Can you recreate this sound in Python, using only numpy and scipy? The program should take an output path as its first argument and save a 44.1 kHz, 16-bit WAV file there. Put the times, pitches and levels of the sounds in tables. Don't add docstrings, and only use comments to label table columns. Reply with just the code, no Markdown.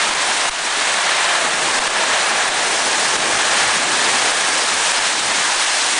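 import sys
import numpy as np
from scipy import signal
from scipy.fft import rfft, irfft, next_fast_len
from scipy.io import wavfile

SR = 44100
rng = np.random.default_rng(int(sys.argv[2]) if len(sys.argv) > 2 else 0)


def master_out(mix):
    frames = np.transpose(np.atleast_2d(mix))
    ceiling = np.clip(frames, -1, 1)
    pcm = np.round(ceiling * 32767).astype(np.int16)
    wavfile.write(sys.argv[1], SR, pcm)


N = 264159

# (time [s], level [dB])
TREE_WIND = [(0.0, -36), (0.45, -38.5), (0.95, -37.5), (1.2, -39), (1.75, -32.5), (2.2, -36), (3.3, -31.5),
             (3.8, -34), (4.1, -32.5), (4.75, -36), (5.0, -38), (5.38, -34), (5.7, -43.5), (5.99, -36)]
# (time [s], swell [dB])
PORCH_GUSTS = [(3.18, 4), (3.35, 13.5), (3.67, 11), (4.15, 3), (4.75, 7), (5.0, 8), (5.28, 10)]
# (time [s], roof drumming [dB], roof brightness [dB per octave], yard splash [dB])
DOWNPOUR = [(0.0, -18.5, 0.6, -21.5), (0.45, -19, -0.3, -21), (0.9, -19, 0.7, -21.5),
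            (1.33, -17, -0.1, -22), (1.58, -19, -.6, -23), (1.78, -16, -1.1, -19.5),
            (2.1, -16.8, -0.6, -22), (2.55, -18, -0.7, -21.5), (2.85, -19, -0.8, -20),
            (3.28, -18.5, -0.8, -20.5), (3.62, -16.5, 0, -19), (3.85, -19.5, 0, -21),
            (4.1, -17.5, -0.1, -19), (4.75, -20, 0, -19.5), (5.0, -17.5, 0.5, -18.5),
            (5.2, -22.5, 0.5, -21), (5.36, -19, 0.3, -19.5), (5.99, -21, 1.1, -19)]
# (time [s], depth of the duck [dB], thump peak before the rebound filter [dB])
PORT_BUFFETS = [(.097, 4, -40), (.138, 4.5, -41), (0.495, 15, -31), (1.565, 1.5, -52), (1.715, 3.5, -52),
                (1.792, 9.5, -34), (1.879, 6, -39), (2.492, 4.5, -42), (3.165, 5, -48), (3.26, 2, -52),
                (3.785, 1.5, -56), (3.94, 0, -52), (4.32, 3, -41), (4.79, 0.5, -48), (4.92, 6, -50),
                (4.993, 5, -39), (5.55, 2, -42)]
# (frequency [Hz], density [dB per Hz])
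TREE_SPECTRUM = [(70, -34), (130, -10.5), (200, -5), (320, 0), (500, -2.5), (650, -17), (1200, -72)]
# (frequency [Hz], density [dB per Hz])
BOOM_SPECTRUM = [(25, -15), (45, -8), (90, -3), (130, -2), (200, -13.5), (400, -62)]
# (frequency [Hz], density [dB per Hz])
SPLASH_SPECTRUM = [(1300, -19.5), (2200, -6), (3500, -4.5), (4300, -5), (4900, -4), (6800, -4.5),
                   (8400, -5.5), (9400, -6.5), (11000, -14.5)]
# (frequency [Hz], density [dB per Hz])
FLUTTER_SPECTRUM = [(4, 5.5), (12, 2), (30, -7), (60, -12), (120, -38)]
# (frequency [Hz], density [dB per Hz])
ROOF_SPECTRUM = [(250, -34), (350, -14), (520, -7.5), (620, -3), (800, -1), (1000, -1.5), (1150, -2),
                 (1280, -2.5), (2000, -3.5), (2800, -7), (4300, -9), (4800, -21), (7000, -42)]
# (frequency [Hz], width [Hz], lift before the roof spectrum [dB])
SHEET_RINGS = [(1632, 96, 2), (1730, 150, 2.5), (825, 85, 0)]

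BOOM_BELOW_DB, GUST_S = 19, 0.027
BRIEF_S, THUMP_S = 0.014, 0.006
LINGER_SHARE = 0.43
RECOVERY_DB_PER_S = 21
FLUTTER_DB = -55.5
CUTOFF_HZ = 10050


def from_db(db):
    return 10 ** (np.asarray(db) / 20)


def rms_one(x):
    return x / np.sqrt(np.mean(x ** 2) + 1e-20)


def in_time(rows):
    s, *columns = np.transpose(rows)
    return [np.interp(np.arange(N) / SR, s, column) for column in columns]


def drift(rate_hz):
    r = np.exp(-80 * np.pi * rate_hz / SR)
    noise = rng.standard_normal(N // 40 + 2002)
    slow = signal.lfilter([1], [1, -2 * r, r * r], noise)[2000:]
    return np.interp(np.arange(N) / 40, np.arange(len(slow)), rms_one(slow))


def coloured(x, spectrum, patch_db, patch_rate, step=0.473, tilt_db=0):
    size = next_fast_len(N)
    octave = np.log2(np.maximum(np.arange(size // 2 + 1) * SR / size, 1))
    hz, level_db = np.transpose(spectrum)
    shaped = rfft(x, size) * from_db(np.interp(octave, np.log2(hz), level_db))
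    lowest = np.floor(np.log2(hz[0]) / step) * step
    out = np.zeros(N)
    for centre in np.arange(lowest, np.log2(hz[-1]) + step, step):
        window = np.cos(np.pi / 2 * np.clip((octave - centre) / step, -1, 1)) ** 2
        band = irfft(shaped * window, size)[:N]
        leaning_db = tilt_db * (centre - 10)
        out += band * from_db(patch_db * drift(patch_rate) + leaning_db)
    return rms_one(out)


def drops(per_s, spread_db):
    fatness_db = spread_db * np.minimum(rng.exponential(1, N), 4)
    sizes = from_db(fatness_db) * rng.standard_normal(N)
    falls = rng.random(N) < per_s / SR
    return rms_one(sizes * falls)


def lifted(x, hz, width_hz, lift_db):
    r = np.exp(-np.pi * width_hz / SR)
    poles = [1, -2 * r * np.cos(2 * np.pi * hz / SR), r * r]
    ring = signal.lfilter([(1 - r * r) / 2, 0, (r * r - 1) / 2], poles, x)
    return x + (from_db(lift_db) - 1) * ring


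def tree_roar(level_db):
    noise = rng.standard_normal(N)
    return from_db(level_db) * coloured(noise, TREE_SPECTRUM, patch_db=2.2, patch_rate=8.8, step=0.915)


def porch_boom(roar_db):
    t = np.arange(N) / SR
    level_db = roar_db - BOOM_BELOW_DB
    for s, swell_db in PORCH_GUSTS:
        level_db = level_db + swell_db * np.exp(-((t - s) / GUST_S) ** 2 / 2)
    noise = rng.standard_normal(N)
    return from_db(level_db) * coloured(noise, BOOM_SPECTRUM, patch_db=-0.5, patch_rate=12.0, step=0.91)


def yard_splash(level_db):
    bursts = drops(3000, spread_db=2.0) * from_db(-11) + rng.standard_normal(N)
    return from_db(level_db) * coloured(bursts, SPLASH_SPECTRUM, patch_db=1.03, patch_rate=32.0)


def port_flutter():
    noise = rng.standard_normal(N)
    return from_db(FLUTTER_DB) * coloured(noise, FLUTTER_SPECTRUM, patch_db=0.7, patch_rate=3.0, step=0.82)


def port_buffets():
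    duck_db, thumps = np.zeros(N), np.zeros(N)
    for s, depth_db, thump_db in PORT_BUFFETS:
        start = round(s * SR)
        age = np.arange(N - start) / SR
        fall = 1 - np.exp(-(age / 0.0015) ** 2)
        brief_db = (1 - LINGER_SHARE) * depth_db * np.exp(-(age / BRIEF_S) ** 2)
        linger_db = np.maximum(LINGER_SHARE * depth_db - RECOVERY_DB_PER_S * age, 0)
        duck_db[start:] += fall * (brief_db + linger_db)
        thumps[start:] -= from_db(thump_db) * age / THUMP_S * np.exp(1 - age / THUMP_S)
    rebound = signal.butter(1, 6.0, "high", fs=SR)
    return from_db(-duck_db), signal.lfilter(*rebound, thumps)


def roof(level_db, bright_db):
    blows = drops(1500, spread_db=3.5) * from_db(-9.0) + rng.standard_normal(N)
    for ring in SHEET_RINGS:
        blows = lifted(blows, *ring)
    drumming = coloured(blows, ROOF_SPECTRUM, patch_db=0.1, patch_rate=18.0, tilt_db=bright_db)
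    return from_db(level_db) * drumming


def scene():
    roar_db, = in_time(TREE_WIND)
    roof_db, bright_db, splash_db = in_time(DOWNPOUR)
    storm = tree_roar(roar_db) + porch_boom(roar_db)
    rain = yard_splash(splash_db) + roof(roof_db, bright_db)
    surges = from_db(0.13 * drift(11.0) + 0.49 * drift(45.0))
    duck, thumps = port_buffets()
    sound = duck * surges * (storm + rain) + thumps + port_flutter()
    return np.array([sound, sound])


def record(dry):
    rounded = 0.9 * np.tanh(dry / 0.9)
    low_pass = signal.ellip(14, 0.3, 85, CUTOFF_HZ, fs=SR, output="sos")
    return signal.sosfilt(low_pass, rounded)


dry = scene()
out = record(dry)
master_out(out)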